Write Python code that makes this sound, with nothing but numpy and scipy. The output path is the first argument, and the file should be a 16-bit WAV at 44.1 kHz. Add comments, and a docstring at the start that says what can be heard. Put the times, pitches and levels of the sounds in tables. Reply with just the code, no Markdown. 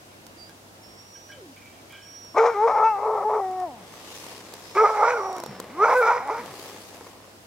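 """A sled-dog yard on a snowy night, over a bed of night air, hiss and low hum.
Close to a hand-held camera a dog howls three times, breaking between a clear tone and a hoarse one
as its vocal folds beat evenly or chaotically. It whimpers and whistles thin whines through its nose.
Chain links tick, a metal bowl clanks farther off, and a coat rustles as the camera turns.
Kennels and sleds scatter a faint echo."""
import sys
import numpy as np
from scipy import signal
from scipy.fft import rfft, irfft, next_fast_len
from scipy.io import wavfile
from scipy.ndimage import uniform_filter1d, map_coordinates

SR = 44100
rng = np.random.default_rng(int(sys.argv[2]) if len(sys.argv) > 2 else 0)


def unload_wav(signal):
    """Save mono or channel-first audio to the path in sys.argv[1] as 16-bit WAV at rate SR, clipped to [-1, 1]."""
    wavfile.write(
        sys.argv[1],
        SR,
        np.round(np.clip(np.atleast_2d(signal).T, -1, 1) * 32767).astype(np.int16),
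    )


N = 329206

# Tone colours of the air, the hiss, the bright coat and the dull fur.
# Each row: frequency in Hz, relative level in dB.
AIR_SPECTRUM = [(15, -66), (25, -25), (69, -8.5), (102, -16.5), (126, -8), (348, -5), (395, -9.5),
                (439, -8), (672, -7.5), (831, -9.5), (1100, -12.5), (1410, -14.5), (2670, -17.5),
                (4000, -23.5), (5200, -56), (8800, -120)]
HISS_SPECTRUM = [(880, -39), (1500, -2), (2450, -19), (2710, 0), (2930, -4.5), (4990, 1.5), (15800, -9.5)]
SWISH_SPECTRUM = [(1650, -5), (2800, -4), (4680, -4), (7550, -7), (12400, -9.5), (15800, -15)]
RUB_SPECTRUM = [(88, -33), (150, -6), (492, 3.5), (562, -0.5), (1120, -1.5), (1440, -9), (2070, -9.5),
                (2400, -13), (5000, -21.5), (6500, -41), (11000, -120)]
# Stereo image of the noise. Each row: frequency in Hz, left-right likeness from -1 to 1.
STEREO_LIKENESS = [(60, 0.7), (180, 0.896), (550, 0.48), (1650, -0.41), (4970, -0.0077), (15000, 0.096)]
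# Echo tail of the yard. Each row: frequency in Hz, seconds to fall 60 dB.
ECHO_DECAY = [(300, 0.34), (1500, 0.99), (6000, 0.91)]
# Bright coat swishes. Each row: start, peak and end in seconds, level in dB, top-octave lift in dB.
COAT_SWISHES = [(3.862, 4.177, 4.9, -50, -4), (4.587, 5.088, 5.55, -54.5, -7), (5.86, 5.99, 6.1, -52.5, 4),
                (6.337, 6.586, 7.1, -50, -1.5)]
# Dull rubs of cloth and fur. Each row: start, peak and end in seconds, level in dB.
COAT_RUBS = [(3.8, 4.508, 4.79, -45), (5.4, 5.5, 5.97, -44), (6.376, 6.444, 6.75, -40),
             (6.703, 7.003, 7.3, -48.5)]
# Ring of the bowl. Each row: frequency in Hz, level in dB, seconds to fall 60 dB.
BOWL_MODES = [(1615, 13, 0.1), (2320, -0.5, 0.066), (2442, 0, 0.031), (2750, -19, .15), (3035, 3, 0.1),
              (3240, 0, 0.2), (5170, -9, .05)]
# Knocks on the bowl. Each row: start in seconds, level in dB, ring in dB, rattle decay in seconds.
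BOWL_CLANKS = [(0.112, -58, -19, 0.027), (0.492, -48, -3, 0.0066), (1.15, -50.5, -13, 0.025),
               (1.29, -44, 8, 0.021), (1.315, -44.5, -8, 0.033), (1.561, -48, -26, 0.048),
               (1.612, -48, -28, 0.06), (1.656, -48.5, -38, 0.076), (1.896, -45, -21, 0.029),
               (1.924, -42.5, -15, 0.0416), (1.972, -49.5, -14.5, 0.14)]
# Link contacts. Each row: start in seconds, level in dB, relative thump in dB, leftward pan in dB.
CHAIN_TICKS = [(0.2664, -38, -5, -1), (0.4943, -45.5, -2, -9), (2.2484, -44, 3.5, -1),
               (3.5119, -47, -6, -5), (3.6004, -40.5, -8, 4), (4.2657, -37.5, 5.5, -5),
               (4.5386, -33, 1, -6.5), (5.3284, -39.5, -10, 6.5), (5.3657, -35, 8, 1),
               (5.3826, -37, 12, 11), (5.401, -33, 6, 5), (5.437, -32.5, 9, -10.5), (5.462, -33, 8, -1.5),
               (5.6006, -29.5, 6.5, 11), (5.6245, -46, 1, 0.5), (5.6424, -46, 14, 11),
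               (6.2746, -42.5, -9, 7), (6.4594, -40, -5, 8), (6.549, -69, -8, 7), (6.756, -52, -12, 8),
               (6.9292, -54, 17, 6), (7.01, -52, 22, 3.5), (7.0674, -53.5, 19, 5)]
# Nose whistles, and a ringing overtone of the first howl.
# Each row: start, peak and end in seconds, level in dB, pitch at start, peak and end in Hz.
THIN_TONES = [(.39, .432, 0.48, -46.5, 4760, 4685, 4850), (.84, 1.26, 1.326, -50, 5386, 5740, 5680),
              (1.62, 1.64, 1.61, -52, 5650, 5760, 5800), (2.03, 2.19, 2.35, -46.5, 5560, 5720, 5380),
              (2.85, 2.865, 2.91, -41.5, 2627, 2630, 2640), (2.93, 2.95, 3.04, -59, 2590, 2634, 2650),
              (3.88, 3.95, 4.02, -62, 6069, 6140, 6070), (4.65, 4.85, 5.0, -54, 5004, 5660, 5615),
              (4.95, 5.25, 5.59, -52, 5665, 5678, 5382)]
# Low falling tones: a soft whimper and the sinking tails of howls. Each row: as in THIN_TONES.
FALLING_TONES = [(1.29, 1.34, 1.42, -51, 609, 604, 400), (1.43, 1.5, 1.53, -43, 380, 274.6, 237),
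                 (5.39, 5.44, 5.58, -53, 205, 160, 98.4), (5.46, 5.55, 5.7, -51, 232.7, 186.2, 173.5),
                 (6.38, 6.45, 6.52, -52.5, 300.7, 190.5, 120)]
# Tone colours of the hoarse throat and the mouth's upper resonances.
# Each row: frequency in Hz, relative level in dB.
THROAT_SPECTRUM = [(150, -79), (250, -24), (363, -15.5), (410, -2), (476, 2), (702, 1.5), (863, 6.5),
                   (1040, 2.5), (1300, 1), (1540, -63), (1800, -18), (2340, -59), (3960, -120)]
MOUTH_SPECTRUM = [(820, -12.5), (1400, -5.5), (1530, -10), (1750, -15.5), (1970, -15), (2250, -10.5),
                  (2730, -30.5), (3100, -33.5), (3900, -32.5), (4250, -34), (4610, -41.5), (4900, -31.5),
                  (5470, -28), (6400, -33.5), (7100, -37.5), (9000, -48), (11700, -64), (19800, -120)]
# Melody, one list per howl. Each row: time in seconds, pitch in Hz.
HOWL_PITCH = [
    [(2.34, 258.4), (2.386, 438.2), (2.476, 477), (2.535, 449.7), (2.55, 398.8), (2.604, 418.2),
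     (2.67, 475.7), (2.72, 430.5), (2.83, 432), (2.85, 445.8), (2.892, 443.7), (2.97, 390), (3.04, 425.8),
     (3.12, 443.6), (3.21, 395.3), (3.27, 432.4), (3.374, 429.3), (3.41, 393.4), (3.45, 375.7),
     (3.598, 369.6), (3.648, 358.6), (3.722, 248.9), (3.85, 161.9)],
    [(4.74, 342.4), (4.78, 412.3), (4.83, 453.7), (4.845, 410.2), (4.908, 448.8), (4.974, 409.4),
     (5.055, 432), (5.075, 484.4), (5.138, 492.8), (5.195, 426.3), (5.21, 385.2), (5.302, 383), (5.44, 336)],
    [(5.68, 172.6), (5.804, 390.8), (5.845, 454.2), (5.909, 496.4), (5.95, 505.3), (6.005, 504),
     (6.025, 448), (6.1, 469.8), (6.196, 512), (6.2, 240.5), (6.3, 292.3), (6.31, 442.6), (6.45, 490)],
]
# Effort and jaw, one list per howl.
# Each row: time in seconds, level in dB, the fundamental's share in dB, mouth opening from 0 to 1.
HOWL_EFFORT = [
    [(2.345, -36, -2, .4), (2.375, -16.5, -6.5, 0.74), (2.436, -11, 1.5, 0.39), (2.49, -16.5, -1, 0.64),
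     (2.54, -29.5, -1.5, 0.52), (2.608, -20, -8, 0.27), (2.662, -15, -0.5, 0.46), (2.704, -20.5, 3, 0.6),
     (2.726, -19, -21, 0.34), (2.806, -15, -10, 0.47), (2.874, -15, -20, 0.47), (2.91, -22.5, -22, 0.4),
     (2.996, -29, -10.5, 0.26), (3.08, -20, 1, 0.35), (3.198, -25, -6, .4), (3.264, -21, -6, 0),
     (3.374, -23, 0.5, 0.34), (3.428, -26, -9.5, 0), (3.56, -30.5, -8, 0.03), (3.64, -25.5, -13.5, 0.01),
     (3.69, -39, -8.5, 0), (3.85, -55.5, -2, 0.06)],
    [(4.752, -30, -9, 0.57), (4.766, -21, -0.5, 0.81), (4.784, -14.5, -10.5, 0.94), (4.828, -13, 0.5, 0.48),
     (4.862, -16.5, -11.5, 0.61), (4.924, -24.5, -6, 0.57), (4.982, -21.5, -10.5, 0.26),
     (5.038, -15, -13.5, 0.58), (5.104, -20, -0.5, 0.76), (5.166, -21.5, -3, 0.89), (5.216, -28, -5, 0.47),
     (5.306, -29.5, -7, 0.14), (5.342, -29, -11.5, 0.16), (5.44, -42, -1.5, 0.44)],
    [(5.7, -52, 0, .5), (5.77, -38.5, -1.5, 0.62), (5.794, -23.5, -8, 0.34), (5.834, -11.5, -5, 0.86),
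     (5.872, -18, -6, .7), (5.93, -18, -6, .5), (5.976, -16, -1.5, 0.97), (6.016, -17.5, -1.5, 0.89),
     (6.104, -15, -17.5, 0.63), (6.178, -27.5, -1, .6), (6.205, -31, -16, .4), (6.254, -36, -14, 0.02),
     (6.29, -24.5, -19, 0.26), (6.318, -24, -0.5, 0.57), (6.376, -30, -7, 0.52), (6.45, -48, -1, 0.43)],
]
# Brightness, one list per howl. Each row: time in seconds, treble level in dB.
HOWL_TREBLE = [
    [(2.345, -66), (2.367, -39), (2.391, -31.5), (2.399, -35), (2.465, -34.5), (2.513, -42), (2.829, -45.5),
     (2.845, -37), (2.903, -43.5), (2.935, -53.5), (3.635, -54), (3.75, -75)],
    [(4.75, -44), (4.78, -31), (4.834, -36.5), (4.886, -36), (4.922, -44), (5.108, -30.5), (5.168, -47),
     (5.178, -42), (5.234, -51), (5.404, -53), (5.414, -57), (5.44, -66)],
    [(5.76, -55.5), (5.83, -34), (5.956, -32.5), (5.962, -32), (6.0, -44), (6.01, -37), (6.088, -31.5),
     (6.234, -47.5), (6.342, -39.5), (6.356, -45), (6.368, -43), (6.45, -57)],
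]
# Voice breaks, each held until the next. Each row: start in seconds, relative hoarse level in dB.
VOICE_BREAKS = [(2.3, -2.5), (2.399, -10), (2.54, -18.5), (2.672, -3), (2.721, -8.5), (2.84, -19),
                (2.97, -5), (3.25, -23), (3.29, -4.5), (3.41, -21.5), (4.7, -6), (4.775, -14.5),
                (4.83, -7.5), (5.03, -7), (5.2, -7), (5.6, -13), (5.847, -3.5), (5.95, -19), (6.01, -6.5),
                (6.2, -6.5), (6.3, -7)]
# Rasp of the voice. Each entry: roughness from 0 to 1 after the matching break.
BREAK_ROUGHNESS = [.7, .5, .05, 1, .45, .05, .6, .05, .5, .07, .7, .12, .5, .55, .4, .08, .9, .12, .55, .35,
                   .6]
# The dog's direction as the camera turns. Each row: time in seconds, leftward pan in dB.
DOG_PAN = [(0.0, 0.0), (1.93, 1), (2.12, 5), (3.47, 4), (5.09, -2.5), (7.04, 0), (7.46, -0.5)]

HUM_HZ, HUM_DB = 100, -61.5
JAW_SHUT_HZ, JAW_OPEN_HZ, JAW_WIDTH_HZ, JAW_SKIRT_DB = 741, 1378, 234, 34  # lower vowel resonance
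LIPS_SHUT_HZ, LIPS_OPEN_HZ, LIPS_WIDTH_HZ, LIPS_DB = 1840, 2327, 270, -4  # upper vowel resonance
CLEAR_LOSS_DB = 7  # the low harmonics duck this far at full roughness
TOP_HZ = 15850


def amp(db):
    """Decibels as a gain."""
    return 10 ** (np.asarray(db) / 20)


def unit(x):
    """Scale to an rms of 1."""
    return x / np.sqrt(np.mean(x ** 2) + 1e-20)


def along(points, hz):
    """Read (Hz, value) points on a log frequency axis."""
    knots_hz, values = np.transpose(points)
    return np.interp(np.log(hz + 1), np.log(knots_hz + 1), values)


def curves(rows):
    """One automation curve for each column after the time, smoothed over 14 ms."""
    times, *columns = np.transpose(rows)
    return [uniform_filter1d(np.interp(np.arange(N) / SR, times, c), size=600) for c in columns]


def wobble(rate):
    """A smooth random curve, rate knots a second."""
    coarse = np.arange(0, N + 16, 16)
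    smooth = map_coordinates(rng.standard_normal(int(N * rate / SR) + 4), [coarse * rate / SR])
    return np.interp(np.arange(N), coarse, smooth)


def swell(start, peak, end, db, edge_db, fade):
    """An envelope that peaks at db, sits edge_db lower at both ends and fades beyond them."""
    gain = np.zeros(N)
    span = slice(max(int((start - fade) * SR), 0), int((end + fade) * SR))
    t = np.arange(N)[span] / SR
    gate = np.clip(np.minimum(t - start, end - t) / fade + 1, 0, 1)
    gain[span] = gate * amp(db - edge_db * np.interp(t, [start, peak, end], [1, 0, 1]))
    return gain


def above(edge_hz):
    """A steep high-pass response."""
    return lambda hz: 1 / (1 + (edge_hz / (hz + 1)) ** 8)


def filtered(x, response):
    """Equalise x with a response given as a function of Hz."""
    size = next_fast_len(N + SR // 2)
    return irfft(rfft(x, size) * response(np.fft.rfftfreq(size, 1 / SR)), size)[..., :N]


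def coloured(x, spectrum):
    """Give x a tone colour, at an rms of 1."""
    return unit(filtered(x, lambda hz: amp(along(spectrum, hz))))


def rush(spectrum, patchy_db):
    """Coloured stereo noise of rms 1 with patches of random gain."""
    bins = signal.stft(rng.standard_normal((2, N)), nperseg=512)[2]
    patches = uniform_filter1d(uniform_filter1d(rng.standard_normal(bins.shape[1:]), 6, 0), 10, 1)
    pair = signal.istft(bins * amp(patchy_db * unit(patches)), nperseg=512)[1][:, :N]
    width = lambda hz: np.arccos(np.clip(along(STEREO_LIKENESS, hz), -1, 1)) / 2
    mid, side = filtered(pair, lambda hz: amp(along(spectrum, hz)) * [np.cos(width(hz)), np.sin(width(hz))])
    return unit(np.array([mid + side, mid - side]))


def panned(x, db):
    """Set the left channel db louder than the right."""
    return x * amp(np.array([db / 2, -db / 2]).reshape(2, -1))


def placed(x, pan_db):
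    """The farther microphone hears the dog weaker and a little later."""
    n = np.arange(N)
    lag = 0.23 * pan_db - .6  # samples
    high = filtered(x, lambda hz: hz ** 2 / (hz ** 2 + 700 ** 2))  # lows bend round the camera body
    left, right = x - high + panned(high, pan_db)
    return np.array([np.interp(n + lag, n, left), np.interp(n - lag, n, right)])


def yard_bed():
    """Gently heaving night air, steady microphone hiss and a wavering low hum."""
    air = amp(-50.5 + 0.89 * wobble(6)) * rush(AIR_SPECTRUM, patchy_db=.5)
    hiss = amp(-55) * filtered(rush(HISS_SPECTRUM, patchy_db=.7), above(1000))
    hum_gain = np.sqrt(2) * amp(HUM_DB + 1.3 * wobble(16))
    hum = hum_gain * np.sin(2 * np.pi * HUM_HZ * np.arange(N) / SR + .5 * wobble(30))
    return air + hiss + hum


def echoes(x):
    """Kennels and sleds scatter the sound back; each frequency dies at its own speed."""
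    hz, t, bins = signal.stft(rng.standard_normal((2, SR // 2)), SR, nperseg=256)
    tail = signal.istft(bins * amp(-60 * t / along(ECHO_DECAY, hz)[:, None]), SR, nperseg=256)[1]
    delayed = np.pad(x, (700, 0))  # 16 ms pre-delay
    return signal.fftconvolve(delayed[None], tail / np.linalg.norm(tail[0]), axes=1)[:, :N]


def coat():
    """Fibres slip in small grains: bright swishes of cloth and dull rubs of cloth and fur."""
    grit = amp(1.2 * wobble(9) + 2 * wobble(300))
    cloth = unit(grit * filtered(rush(SWISH_SPECTRUM, patchy_db=1.5), above(1400)))
    top = filtered(cloth, above(8100))
    swish = sum(swell(*row, edge_db=11, fade=0.124) * (cloth + (amp(crisp_db) - 1) * top)
                for *row, crisp_db in COAT_SWISHES)
    narrow_noise = rng.standard_normal(N) + 0.17 * rng.standard_normal((2, N))
    rub = coloured(grit * narrow_noise, RUB_SPECTRUM)
    rub *= sum(swell(*row, edge_db=7, fade=0.087) for row in COAT_RUBS)
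    return panned(amp(7) * swish, 2.5) + panned(rub, 1)


def bowl():
    """A short rattle of contacts keeps feeding the modes of the metal bowl."""
    out, t = np.zeros(N + SR), np.arange(SR // 2) / SR
    for start, db, ring_db, rattle_s in BOWL_CLANKS:
        ring = np.zeros(len(t))
        for hz, mode_db, t60 in BOWL_MODES:
            share = 1 if hz < 2000 else 0.48 if hz > 2900 else 0  # how far this mode follows ring_db
            stray_db, detune_db = rng.normal(0, [2, .08])
            decay = amp(mode_db + share * ring_db + stray_db - 60 * t / t60)
            ring += decay * np.sin(2 * np.pi * hz * amp(detune_db) * t)
        rattle = rng.standard_normal(len(t)) * np.exp(-t / max(rattle_s, .003))
        attack = 12 * np.diff(rattle, prepend=0) * amp(-60 * t / 0.012)
        clank = signal.fftconvolve(ring, rattle)[:len(t)] + attack
        out[round(start * SR):][:len(t)] += amp(db + 5.5) * clank / np.abs(clank).max()
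    return out[:N]


def chain():
    """Each link contact is a short crack over a dull thump."""
    cracks, thumps = np.zeros((2, 2, N + SR))
    t = np.arange(SR // 30) / SR
    for start, db, thump_db, pan_db in CHAIN_TICKS:
        noise = rng.standard_normal(len(t)) + rng.standard_normal((2, len(t)))
        crack = amp(db + 0.5 - 60 * t / 0.016) * noise
        tones = sum(gain * np.sin(2 * np.pi * hz * amp(rng.normal(0, 1)) * t)
                    for hz, gain in [(500, 0.96), (900, 0.624), (1400, 0.21)])
        cracks[:, round(start * SR):][:, :len(t)] += panned(crack, pan_db)
        thumps[:, round(start * SR):][:, :len(t)] += amp(db + thump_db - 60 * t / 0.019) * tones
    links = lambda hz: (1j * hz * 9500 / (5500 ** 2 - hz * hz + 1j * hz * 9500)) ** 2  # broad resonance
    return filtered(cracks[:, :N], links) + filtered(thumps[:, :N], above(182))


def gliding_tones(rows, waver, flutter_db, edge_db, breath):
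    """Each row is one tone that glides, swells, wavers and carries a breathy edge."""
    out = np.zeros(N)
    drift = 1 + waver * wobble(40)
    flutter = amp(flutter_db * wobble(30))
    blur = breath * wobble(400)
    for start, peak, end, db, start_hz, peak_hz, end_hz in rows:
        gain = swell(start, peak, end, db, edge_db, fade=.02)
        n = np.flatnonzero(gain)
        away = np.interp(n / SR, [start, peak, end], [1, 0, 1]) ** 1.4  # the pitch lingers near peak_hz
        glide = peak_hz + (np.where(n / SR < peak, start_hz, end_hz) - peak_hz) * away
        out[n] += gain[n] * np.sin(2 * np.pi * np.cumsum(glide * drift[n]) / SR + blur[n])
    return np.sqrt(2) * flutter * out


def hoarse_breath(phase, level_db, treble_db, hoarse_db):
    """Chaotically beating folds let air out in one uneven puff per cycle, in lumps of a few cycles."""
    puffs = (1 + np.cos(phase)) * amp(1.5 * wobble(85)) * rng.standard_normal((2, N))
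    body = coloured(puffs[0], THROAT_SPECTRUM)
    rasp = filtered(coloured(puffs[1], MOUTH_SPECTRUM), above(900))
    rasp_db = treble_db + 0.48 * hoarse_db + 8.5 + 2.15 * wobble(45)
    return amp(level_db + hoarse_db) * body + amp(rasp_db) * rasp


def lip_harmonics(pitch, phase, shake, opening):
    """Harmonics 4-16 pass the mouth's upper resonances and one that rises as the lips open."""
    lips_hz = LIPS_SHUT_HZ + (LIPS_OPEN_HZ - LIPS_SHUT_HZ) * opening
    out = np.zeros(N)
    for k in range(4, 17):
        hz = k * pitch
        lips = amp(LIPS_DB) / (1 + ((hz - lips_hz) / LIPS_WIDTH_HZ) ** 2) ** 2
        mouth = amp(along(MOUTH_SPECTRUM, hz) + 8) * above(3000)(hz)
        out += (lips + mouth) * amp(2.5 * wobble(25)) * np.sin(k * phase + 2.2 * shake)
    return out


def jaw_harmonics(pitch, phase, shake, opening, fundamental_db, rough):
    """Harmonics 2-5 share what the fundamental leaves, by their distance from the jaw resonance."""
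    jaw_hz = JAW_SHUT_HZ + (JAW_OPEN_HZ - JAW_SHUT_HZ) * opening
    distance = np.array([(k * pitch - jaw_hz) / JAW_WIDTH_HZ for k in range(2, 6)])
    weights = amp(-JAW_SKIRT_DB * np.log10(1 + distance ** 2))
    fundamental = amp(np.minimum(fundamental_db, -.3))
    overtones = weights * np.sqrt((1 - fundamental ** 2) / np.sum(weights ** 2, axis=0))
    # uneven cycles blur the overtones more than the fundamental
    return sum(gain * amp(4 * rough * wobble(70)) * np.sin(k * phase + (k - .7) * shake)
               for k, gain in enumerate([fundamental, *overtones], 1))


def howl():
    """The vocal folds sing a harmonic tone that shakes in rough stretches and breaks into hoarseness."""
    pitch, = curves(np.vstack(HOWL_PITCH))
    level_db, fundamental_db, opening = curves(np.vstack(HOWL_EFFORT))
    treble_db, = curves(np.vstack(HOWL_TREBLE))
    starts, break_db = np.transpose(VOICE_BREAKS)
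    section = np.clip(np.searchsorted(starts * SR, np.arange(N)) - 1, 0, None)
    rough, hoarse_db = uniform_filter1d(np.array([BREAK_ROUGHNESS, break_db])[:, section], size=600)
    jitter = 1 + .002 * wobble(30) + .015 * rough * wobble(60)
    phase = 2 * np.pi * np.cumsum(pitch * jitter) / SR
    shake = 1.3 * rough * wobble(110)  # radians
    body = jaw_harmonics(pitch, phase, shake, opening, fundamental_db, rough)
    edge = lip_harmonics(pitch, phase, shake, opening)
    clear = amp(level_db - CLEAR_LOSS_DB * rough) * body + amp(treble_db) * edge
    hoarse = hoarse_breath(phase, level_db, treble_db, hoarse_db)
    gate = sum(swell(rows[0][0], rows[1][0], rows[-1][0], 0, 0, fade=.004) for rows in HOWL_EFFORT)
    return gate * (np.sqrt(2) * clear + hoarse)


def scene():
    """The dog up front; bowl, echo, chain, coat and the yard's bed behind it."""
    voice = howl() + gliding_tones(FALLING_TONES, waver=0.018, flutter_db=5.5, edge_db=7, breath=.1)
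    thin = gliding_tones(THIN_TONES, waver=.0035, flutter_db=2.4, edge_db=7.5, breath=.28)
    clank = bowl()
    direct = placed(voice, curves(DOG_PAN)[0]) + panned(thin, -8) + panned(clank, -2)
    echo = amp(-17.5) * echoes(voice + .3 * thin + clank)
    return direct + echo + chain() + coat() + yard_bed()


def record(dry):
    """The camera keeps nothing above its band limit."""
    return filtered(dry, lambda hz: hz < TOP_HZ)


dry = scene()
out = record(dry)
unload_wav(out)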